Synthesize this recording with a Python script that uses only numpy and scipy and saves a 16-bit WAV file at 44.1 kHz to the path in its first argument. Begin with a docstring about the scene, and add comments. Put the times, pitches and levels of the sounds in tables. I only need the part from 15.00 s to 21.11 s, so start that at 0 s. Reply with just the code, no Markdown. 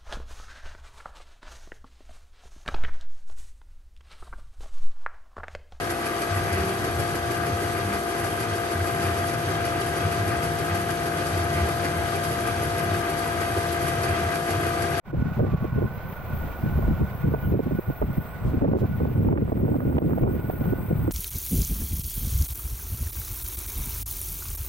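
"""Beside empty railway tracks, gusts hit a camera's microphone: swirls of air (eddies) thump and crackle.
Far away are a rumble, a wavering machine whine, one faint falling tone and one faint chirp.
Close by are soft rustles, and the motor that moves the lens adds fizz and thin high tones.
A limiter (an automatic volume control) turns everything down in the strongest gusts."""
import sys
import numpy as np
from scipy import signal
from scipy.fft import rfft, irfft
from scipy.io import wavfile
from scipy.ndimage import uniform_filter1d

SR = 44100
rng = np.random.default_rng(int(sys.argv[2]) if len(sys.argv) > 2 else 0)


def transcribe(u):
    """Save the signal u as a 16-bit wav file named by the first command-line argument.

    u: samples, shape (n,) or (channels, n), limited to [-1, 1]; the rate is SR.
    q: integer samples, one column per channel.
    """
    v = np.clip(np.atleast_2d(u).T, -1, 1)
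    q = np.round(v * 32767).astype(np.int16)
    wavfile.write(sys.argv[1], SR, q)


N = 269451
T = np.arange(N) / SR
HZ = np.fft.rfftfreq(N, 1 / SR)

# how far the wind at the microphone's left opening is ahead of the right: f/Hz, lead/rad
WIND_LEAD = [(30, 0.13), (100, 0.33), (200, 1.09), (330, 1.39), (700, 1.84), (1400, 2.3)]
# how well the air carries far sounds: t/s, level/dB
AIR_CARRY = [(0, -48.5), (.3, -46), (.8, -48.5), (1.4, -45), (2.4, -47.5), (2.9, -49.5), (3.3, -47),
             (4.1, -51), (4.55, -54.5), (5.05, -54), (5.65, -48.5), (6.11, -49.5)]


def gain_of(db):
    """Turns decibels into a number to multiply a sound by."""
    return 10 ** (np.asarray(db) / 20)


def evened(x):
    """Scales a signal so that its typical size (rms) is one."""
    return x / np.sqrt(np.mean(x ** 2) + 1e-20)


def read(points):
    """Fills in a table's values at every frequency, along a logarithmic scale."""
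    hz, value = np.transpose(points)
    return np.interp(np.log(HZ + 1), np.log(hz + 1), value)


def curves(rows):
    """Fills in each column of a timed table at every sample."""
    s, *columns = np.transpose(rows)
    return [np.interp(T, s, column) for column in columns]


def sides(pan_db):
    """Left and right gains; a positive value makes the left louder."""
    return gain_of(np.array([[.5], [-.5]]) * pan_db)


def bump(s, length_s):
    """A smooth swell centred on a time."""
    return np.exp(-(2 * (T - s) / length_s) ** 2)


def add(mix, s, sound):
    """Adds a sound into the mix at a time."""
    part = mix[max(round(s * SR), 0):][:len(sound)]
    part += sound[:len(part)]


def waver(rate_hz):
    """A random wobble of typical size one, up to about the given rate."""
    return evened(irfft(rfft(rng.standard_normal(N)) / (1 + (HZ / rate_hz) ** 4), N))


def noise(spectrum, same=0, phase=0, pan_db=0):
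    """Stereo noise of typical size one, shaped by a spectrum; `same` is how alike the sides are."""
    a, b = rfft(rng.standard_normal((2, N)))
    same = np.clip(same, -1, 1)
    left = a * np.exp(1j * phase)
    right = same * a + np.sqrt(1 - same ** 2) * b
    pair = irfft(np.array([left, right]) * gain_of(read(spectrum)) * sides(pan_db), N)
    return pair / pair.mean(0).std()


def steadied(pair, span_s):
    """Takes the chance swells out of a noise, so that its loudness is easy to steer."""
    power = uniform_filter1d(pair.mean(0) ** 2, max(int(span_s * SR), 2))
    return pair / np.sqrt(abs(power) + 1e-9)


def tone(hz):
    """A pure tone of typical size one that follows a pitch curve."""
    return np.sqrt(2) * np.sin(2 * np.pi * (np.cumsum(hz * np.ones(N)) / SR + rng.random()))


def gusting(attack_s=0.018, release_s=0.0097):
    """Levels in dB of the low buffeting and the fast eddies: puffs rise, hold and die over a breeze."""
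    # the breeze, slack at first, then steady: t/s, buffeting/dB, eddies/dB
    breeze = [(0, -40.5, -56.5), (.7, -30.5, -62), (1.2, -40.5, -55), (1.55, -39, -47), (2.15, -34, -53),
              (2.9, -42.5, -55.5), (3.35, -41, -56), (3.95, -29.5, -52.5), (4.45, -27.5, -34.5),
              (4.8, -27, -29.5), (5.05, -29.5, -33.5), (5.5, -31, -37.5), (6.11, -31.5, -44.5)]
    # puffs that hit the microphone: start/s, length/s, buffeting/dB, eddies/dB
    puffs = [(0.13, 0.16, -28.5, -43), (0.362, 0.12, -22, -35), (0.516, 0.029, -22, -53),
             (0.754, 0.099, -23, -33), (1.317, 0.026, -25, -58), (1.604, 0.36, -27, -41.5),
             (1.995, 0.041, -19.5, -36), (2.23, 0.15, -25.5, -36), (2.42, 0.079, -24, -39),
             (2.509, 0.058, -18.5, -28.5), (2.646, 0.11, -29.5, -62), (2.864, 0.039, -29.5, -53.5),
             (3.02, 0.023, -18, -28), (3.062, 0.063, -28.5, -44), (3.165, 0.047, -26.5, -38.5),
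             (3.43, 0.16, -28, -40.5), (3.601, 0.19, -23.5, -28), (3.801, 0.049, -17, -26.5),
             (3.98, 0.15, -33, -35.5), (4.14, 0.1, -21.5, -33), (4.236, 0.19, -24, -28),
             (5.218, 0.083, -19.5, -27), (5.594, 0.14, -28, -36.5), (5.892, 0.3, -30, -45.5)]
    power = gain_of(curves(breeze)) ** 2
    for start, length, low_db, fast_db in puffs:
        rise = np.clip((T - start) / attack_s, 0, 1)
        fade = np.exp(-np.maximum(T - start - length, 0) / release_s)
        power = power + (gain_of([[low_db], [fast_db]]) * rise * fade) ** 2
    return 10 * np.log10(power)


def wind(deep_db=-15, lump_db=2, flutter_db=3, flap_db=3.5, breakup_slope=0.058, breakup_from_db=-40):
    """Air pushes on the microphone in slow lumps, while faster eddies flutter in bursts."""
    # spectra of the deepest swings, the buffeting and the eddies: f/Hz, level/dB
    deep_spectrum = [(8, -5), (25, -17.5), (50, -4), (75, 4.5), (150, -62.5), (600, -84)]
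    buffet_spectrum = [(10, -37.5), (25, -17.5), (45, -10), (65, -1), (100, 2), (150, 1.5), (210, -5),
                       (300, -19), (500, -25.5), (1000, -58.5), (3000, -89)]
    eddy_spectrum = [(60, -25.5), (160, 0), (240, 7.5), (400, 1), (600, -10), (900, -33), (1400, -41.5),
                     (2500, -37), (6000, -87.5)]
    # how alike the wind is on both sides: f/Hz, likeness (1 = the same)
    likeness = [(60, 1), (150, 0.83), (300, 0.59), (700, 1), (2000, 0.74)]
    # large, slow surges of pressure: t/s, length/s, level/dB
    surges = [(1.41, 0.25, -35.5), (1.847, 0.25, -25), (3.034, 0.044, -21), (3.545, 0.27, -40),
              (5.285, 0.037, -33), (6.015, 0.065, -32)]
    low_db, fast_db = gusting() + flap_db * waver(rate_hz=21)
    same, lead = read(likeness), read(WIND_LEAD)
    churn = waver(rate_hz=77)
    low = steadied(noise(buffet_spectrum, same, lead) * gain_of(lump_db * churn), span_s=0.044)
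    surging = sum(gain_of(db) * bump(s, length) for s, length, db in surges)
    deep = steadied(noise(deep_spectrum, same, lead), span_s=0.18)
    deep *= gain_of(low_db + deep_db) + surging
    fast = noise(eddy_spectrum, same, lead, pan_db=-2) * gain_of(flutter_db * churn)
    fast = steadied(fast, span_s=0.043)
    # very rough air breaks the lumps into eddies
    breakup_db = breakup_slope * np.maximum(fast_db - breakup_from_db, 0)
    return deep + low * gain_of(low_db - breakup_db) + fast * gain_of(fast_db + breakup_db)


def rumble(roar_db=6, air_db=-7, air_share=0.81, flicker_db=1.15):
    """A dull far roar and the airy hiss above it, which swells less."""
    # spectra of the roar and the hiss: f/Hz, level/dB
    roar_spectrum = [(30, 7.5), (100, 10), (200, -12), (330, -3), (500, 0.5), (700, 1), (900, -2),
                     (1100, -2), (1300, -7.5), (1700, -16), (2500, -50), (5000, -87.5)]
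    air_spectrum = [(700, -15.5), (1400, -1), (1700, -2.5), (1920, 2.5), (2150, 0), (2380, 1), (2650, -4.5),
                    (3200, -9), (3700, -11), (4500, -16), (7000, -21), (9000, -28.5), (12000, -24),
                    (16000, -32)]
    # how alike the two sides are: f/Hz, likeness (1 = the same)
    likeness = [(100, 0.5), (650, 1), (1400, 0.5), (3000, 0.5), (4500, 0.1), (7000, -0.5)]
    # which side is louder: f/Hz, left minus right/dB
    balance = [(100, -1.5), (800, 1), (1200, -3), (1600, -4.5), (3000, -3), (7000, -3), (12000, -3.5)]
    carry_db = curves(AIR_CARRY)[0]
    air_level_db = carry_db.mean() + air_share * (carry_db - carry_db.mean())
    same, pan_db = read(likeness), read(balance)
    roar = noise(roar_spectrum, same, pan_db=pan_db) * gain_of(carry_db + roar_db)
    air = noise(air_spectrum, same, pan_db=pan_db) * gain_of(air_level_db + air_db)
    return roar + air * gain_of(flicker_db * waver(rate_hz=34))  # the air makes far treble flicker


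def machine_whine(whine_hz=1474, sag_hz_per_s=2, lift_hz=7.8, whine_db=-7, hum_hz=1400, hum_db=-13):
    """Far machinery: a swelling whine blurred by the air, and a fainter tone below it."""
    # swells of the whine: t/s, rise/dB
    swells = [(.25, 6), (.8, 7), (1.04, 2), (1.38, 4), (1.75, 4.5), (2.1, 3), (2.38, 7), (2.85, 6),
              (3.26, 3), (3.94, 5.5), (4.85, 4), (5.38, 5.5), (5.72, 5.5)]
    carry_db = curves(AIR_CARRY)[0]
    swell_db = sum(db * bump(s, length_s=0.27) for s, db in swells)
    # the pitch sags slowly and lifts a little with each swell
    hz = whine_hz - sag_hz_per_s * T + lift_hz * swell_db / swell_db.max()
    clear = np.exp(2j * np.pi * np.cumsum(hz + 11 * waver(rate_hz=7)) / SR)
    blur, left_blur = [waver(rate_hz=20.5) + 1j * waver(rate_hz=41.5) for _ in range(2)]
    blurred = steadied((clear * np.array([blur + .5 * left_blur, blur])).real, span_s=0.16)
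    whine = blurred * gain_of(carry_db + whine_db + swell_db)
    hum = tone(hum_hz + 6 * waver(rate_hz=16)) * gain_of(carry_db + hum_db + 2 * waver(rate_hz=5))
    return whine * sides(pan_db=-8.5) + hum * sides(pan_db=-8)


def lens_motor(hiss_db=-1, core_db=-7, core_hz=8140, upper_db=-4, upper_hz=10160, top_hz=14907):
    """The lens motor fizzes through narrow resonances on the left and whistles thinly on the right."""
    # how the motor's sounds swell: t/s, fizz/dB, lower whistle/dB, upper whistle/dB
    levels = [(0, -61.5, -80, -102), (.33, -54, -82, -101), (.55, -57.5, -80.5, -100),
              (1.05, -50.5, -82, -97), (1.4, -45.5, -76, -88), (2, -50.5, -78, -91), (2.25, -48, -77, -93),
              (2.43, -45.5, -78.5, -93), (2.7, -50.5, -76, -94), (3.15, -45.5, -72.5, -90),
              (3.45, -54, -70.5, -82), (3.7, -54.5, -81, -93), (4.12, -48.5, -76, -89),
              (4.35, -52.5, -74.5, -89), (4.55, -54.5, -72.5, -86), (5.1, -48.5, -73.5, -78),
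              (5.8, -44.5, -68.5, -79), (6.11, -46, -70, -76)]
    # spectra of the fizz and of the hiss around the lower whistle: f/Hz, level/dB
    fizz_spectrum = [(11000, -50), (12000, -27), (12550, -9), (12950, -7.5), (13450, -6), (13700, -8),
                     (14080, -7), (14750, -1.5), (15100, -5), (15400, -4), (15700, 1)]
    whistle_spectrum = [(7000, -62), (7900, -14), (8040, -9.5), (8130, -7), (8260, -10.5), (8500, -12.5),
                        (8650, -20.5), (8780, -40.5), (9000, -60)]
    # resonances, the pitches at which the fizz rings: f/Hz, width/Hz, rise/dB
    resonances = [(12670, 110, 3), (13140, 100, 7.5), (13370, 70, 5), (13480, 120, 5), (13835, 50, 4.5),
                  (13950, 80, 8), (14180, 90, 3), (14320, 90, 4), (14670, 50, 3), (14820, 70, 3),
                  (14950, 120, 5.5), (15180, 80, 2)]
    # thin tones that swell with the fizz: f/Hz, level/dB
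    thin_tones = [(12130, -86), (12210, -86), (12777, -85), (15446, -72), (15739, -76)]
    # the strongest high tone, which sinks into the fizz halfway: t/s, level/dB
    top_levels = [(0, -79), (.4, -72), (1.4, -68), (2.45, -66), (3.4, -70.5), (4, -79), (6.11, -78)]
    fizz_level_db, lower_level_db, upper_level_db = curves(levels)
    ringing_db = sum(db * np.exp(-(2 * (HZ - hz) / width) ** 2) for hz, width, db in resonances)
    fizz = noise(np.transpose([HZ, read(fizz_spectrum) + ringing_db]), same=.3, pan_db=9.5)
    fizz *= gain_of(fizz_level_db + 1.5 * waver(rate_hz=8) + 1.4 * waver(rate_hz=35))
    hiss = noise(whistle_spectrum, same=-0.4, pan_db=-6) * gain_of(hiss_db)
    core = tone(core_hz + 12 * waver(rate_hz=1.1) + 21 * waver(rate_hz=68))
    core *= gain_of(core_db + 1.9 * waver(rate_hz=13))
    lower = (hiss + core * sides(pan_db=-8.5)) * gain_of(lower_level_db + 2 * waver(rate_hz=18))
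    upper = tone(upper_hz + 24 * waver(rate_hz=76))
    upper *= gain_of(upper_level_db + upper_db + 3.6 * waver(rate_hz=30))
    thin = sum(tone(hz + 6 * waver(rate_hz=21)) * gain_of(db + 2 * waver(rate_hz=4))
               for hz, db in thin_tones)
    thin *= evened(gain_of(fizz_level_db))
    top = tone(top_hz + 16 * waver(rate_hz=45))
    top *= gain_of(curves(top_levels)[0] + 2.4 * waver(rate_hz=14))
    return fizz + lower + upper * sides(pan_db=-15) + (top + thin) * sides(pan_db=12)


def dip(s=0.12, depth_db=-11, sink_s=.008, recover_s=0.036):
    """A gain that makes the background dip briefly and come back."""
    sinking = np.clip((T - s) / sink_s + 1, 0, 1)
    return gain_of(depth_db * sinking * np.exp(-np.maximum(T - s, 0) / recover_s))


def eddy(hz, rough=0.17):
    """One swirl of air: a quick, uneven swing of pressure and its rebound."""
    t = np.arange(SR // 40) / SR
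    age = t * hz / 0.55
    stray = evened(uniform_filter1d(rng.standard_normal(len(t)), size=16))
    turns = np.cumsum(hz * (1 + rough * stray)) / SR + rng.random()
    swell = (age * np.exp(1 - age)) ** 2
    return swell * np.sqrt(2) * np.sin(2 * np.pi * turns)


def across_microphone(x):
    """An eddy reaches the left opening first and presses harder on the right."""
    shift = np.exp(1j * np.array([[.5], [-.5]]) * read(WIND_LEAD))
    return irfft(rfft(x) * shift, N) * sides(pan_db=-3.5)


def slaps(boost_db=3, gap_s=.0045, pitch_spread=1.46):
    """Each large eddy breaks into a few swings of different sizes: a short dry thump."""
    # eddies that slap the microphone: t/s, level/dB, length/s, f/Hz
    large_eddies = [(0.137, -33.5, 0.023, 341), (0.221, -22, 0.0074, 311), (0.4, -24.5, .019, 337),
                    (0.434, -26, 0.025, 300), (0.533, -28, 0.0082, 340), (0.646, -27.5, 0.012, 308),
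                    (0.821, -25, 0.0088, 372), (1.788, -28, 0.0081, 404), (1.88, -29.5, .01, 349),
                    (2.016, -33.5, 0.014, 395), (2.341, -23.5, 0.014, 440), (2.544, -22.5, .019, 354),
                    (2.595, -19, 0.012, 358), (2.667, -29, 0.022, 282), (2.715, -28.5, .018, 320),
                    (2.79, -22, 0.011, 320), (2.903, -29.5, .011, 340), (3.019, -23, .012, 446),
                    (3.541, -28, .021, 320), (3.628, -27.5, 0.018, 392), (3.65, -20, .022, 334),
                    (3.733, -19.5, 0.0081, 386), (3.755, -23, 0.028, 392), (3.82, -30.5, 0.01, 380),
                    (4.011, -32.5, 0.017, 396), (4.052, -32, 0.0079, 428), (4.284, -28.5, 0.0067, 472),
                    (4.331, -21.5, .012, 460), (4.382, -28, 0.0074, 383), (4.521, -28, 0.013, 369),
                    (4.686, -29, 0.015, 386), (4.758, -27, .02, 321), (4.982, -22.5, 0.012, 450),
                    (5.019, -24, 0.0063, 376), (5.093, -30, 0.0085, 382), (5.129, -24, 0.015, 367),
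                    (5.178, -28, 0.0091, 415), (5.269, -31, .03, 412), (5.31, -27, 0.008, 364),
                    (5.496, -26.5, 0.0067, 515), (5.728, -22.5, 0.014, 340), (5.91, -23.5, 0.011, 331),
                    (6.082, -20.5, 0.012, 368)]
    out = np.zeros(N)
    for s, db, length, hz in large_eddies:
        thump = np.zeros(SR // 12)
        jitter, scale = rng.uniform(-1.044, 1, (2, 8))
        swings = int(np.clip(round(length / gap_s), 2, 8))
        for k in range(swings):
            add(thump, (k + 0.76 + 0.292 * jitter[k]) * gap_s, eddy(hz * pitch_spread ** scale[k]))
        thump *= np.sqrt(length * SR / np.sum(thump ** 2))  # longer thumps carry more energy
        add(out, s - length / 2, thump * gain_of(db + boost_db))
    return across_microphone(out)


def sputter(boost_db=3, per_s=150, calm_db=-36, spread_db=3.5):
    """Small eddies strike at random, heard only when the air is very rough."""
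    chance, size, kind = rng.random(N), rng.standard_normal(N), rng.integers(0, 16, N)
    force = gain_of(gusting()[1])
    force = force ** 3 / (force ** 2 + gain_of(calm_db) ** 2)  # drops away fast below calm_db
    hits = (chance < per_s / SR) * force * gain_of(boost_db + spread_db * np.clip(size, -2, 2))
    # smaller eddies are quicker and weaker
    shapes = [eddy(hz) * 400 / hz for hz in np.geomspace(280, 960, 16)]
    strikes = sum(signal.oaconvolve(hits * (kind == k), shape)[:N] for k, shape in enumerate(shapes))
    return across_microphone(strikes)


def falling_tone(start_s=0.24, length_s=0.7, top_hz=1375, rest_hz=990, glide_s=0.33, db=-52):
    """Something far away runs down: a rough tone that swells and sinks into the rumble."""
    age = np.clip(T - start_s, 0, length_s)
    hz = rest_hz + (top_hz - rest_hz) * np.exp(-age / glide_s)
    arch = np.sqrt(abs(np.sin(np.pi * age / length_s)))
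    blurred = tone(hz + 12 * waver(rate_hz=62))
    return blurred * arch * gain_of(db + 3 * waver(rate_hz=24)) * sides(pan_db=-4)


def rustles():
    """Soft rustles close to the camera: short swells of wide hiss."""
    # the swells: t/s, length/s, level/dB
    swells = [(0.364, 0.09, -63), (1.756, 1, -62), (2.637, 0.025, -58), (3.48, 0.075, -57),
              (3.794, 0.051, -51.5), (4.988, 0.012, -66.5)]
    # spectrum of the hiss: f/Hz, level/dB
    spectrum = [(1000, -36), (3000, 9.5), (5000, 3), (8000, 0), (11000, -2), (16000, 8.5)]
    return noise(spectrum, same=.3) * sum(gain_of(db) * bump(s, length) for s, length, db in swells)


def overload(x, ceiling_db=-10, dull_hz=1100):
    """The microphone gives way softly under the biggest pushes of air, with a dull distortion."""
    excess = x - gain_of(ceiling_db) * np.tanh(x / gain_of(ceiling_db))
    return x - irfft(rfft(excess) / (1 + (HZ / dull_hz) ** 4), N)


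def crackles(gap_s=0.0024, fade_db=-5.5, low_hz=540, body_hz=750):
    """The sharpest eddies break with a snap of pressure and a few weaker ones close behind."""
    # the snaps, some dull and some bright: t/s, level/dB, treble edge/Hz
    snaps = [(0.397, -29, 1600), (.465, -27, 1100), (1.788, -32, 1000), (1.826, -24.5, 1100),
             (2.338, -25, 1050), (2.789, -30, 1000), (3.0235, -14.5, 990), (3.614, -28, 1050),
             (3.657, -27, 1110), (3.719, -41, 1000), (3.746, -27, 900), (4.002, -26, 1200),
             (4.052, -25, 960), (4.25, -33.5, 1200), (4.287, -16.5, 1000), (4.326, -23.5, 1300),
             (4.358, -24.5, 900), (4.375, -20.5, 1930), (4.414, -36, 2200), (4.478, -28, 1050),
             (4.494, -29, 950), (4.599, -32, 1100), (4.68, -28.5, 1000), (4.72, -31, 1000),
             (4.744, -27, 1000), (4.804, -25.5, 1450), (4.926, -26.5, 1000), (4.968, -24, 1100),
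             (4.984, -21.5, 3100), (5.021, -30, 1000), (5.107, -29, 1400), (5.133, -22, 1300),
             (5.175, -33, 900), (5.222, -37, 1000), (5.254, -31, 1000), (5.277, -24, 1050),
             (5.497, -25, 1000), (5.655, -27, 1390), (5.729, -28, 900), (6.077, -26, 1400)]
    out = np.zeros(N)
    for s, db, edge_hz in snaps:
        snap = np.zeros(SR // 40)
        for k, (late, sign) in enumerate(rng.uniform(-0.91, 1, size=(4, 2))):
            add(snap, (k + 0.36 * late * (k > 0)) * gap_s, [np.sign(sign) * gain_of(k * fade_db)])
        snap = signal.lfilter(*signal.butter(2, low_hz, "high", fs=SR), snap)
        snap = signal.lfilter(*signal.butter(1, body_hz, fs=SR), snap)
        snap = signal.sosfilt(signal.butter(4, edge_hz, fs=SR, output="sos"), snap)
        add(out, s, snap / abs(snap).max() * gain_of(db))
    return across_microphone(out) * sides(pan_db=-3)


def chirp(s=2.45, length_s=0.08, hz=2830, db=-64):
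    """One faint far chirp, blurred by the distance."""
    return tone(hz + 160 * waver(rate_hz=260)) * bump(s, length_s) * gain_of(db) * sides(pan_db=-13)


def scene():
    """Wind over the far background and the camera's own sounds."""
    gusts = overload(wind() + sputter()) + slaps() + crackles()
    background = rumble() + machine_whine() + falling_tone() + chirp() + rustles() + lens_motor()
    return gusts + background * dip()


def record(dry, drive_db=1, limit_db=-14, recover_db_per_s=110, deaf_below_hz=80, edge_hz=15790):
    """The camera fades in, holds the gusts down with a fast limiter and cuts the highest treble."""
    fade_in_db = np.interp(T, [.025, .06, .14], [-35, -5, 0])
    x = dry * gain_of(drive_db + fade_in_db)
    # the limiter does not react to the deepest bass
    sensed = signal.lfilter(*signal.butter(1, deaf_below_hz, "high", fs=SR), x)
    over_db = np.maximum(20 * np.log10(abs(sensed).max(0) + 1e-9) - limit_db, 0)
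    recovery_db = T * recover_db_per_s
    held_db = np.maximum.accumulate(over_db + recovery_db) - recovery_db  # grabs fast, lets go steadily
    x = x / gain_of(uniform_filter1d(held_db, size=130))
    treble_cut = signal.firwin(1023, edge_hz, window=("kaiser", 9), fs=SR)
    return signal.oaconvolve(x, treble_cut[None], "same")


dry = scene()
out = record(dry)
transcribe(out)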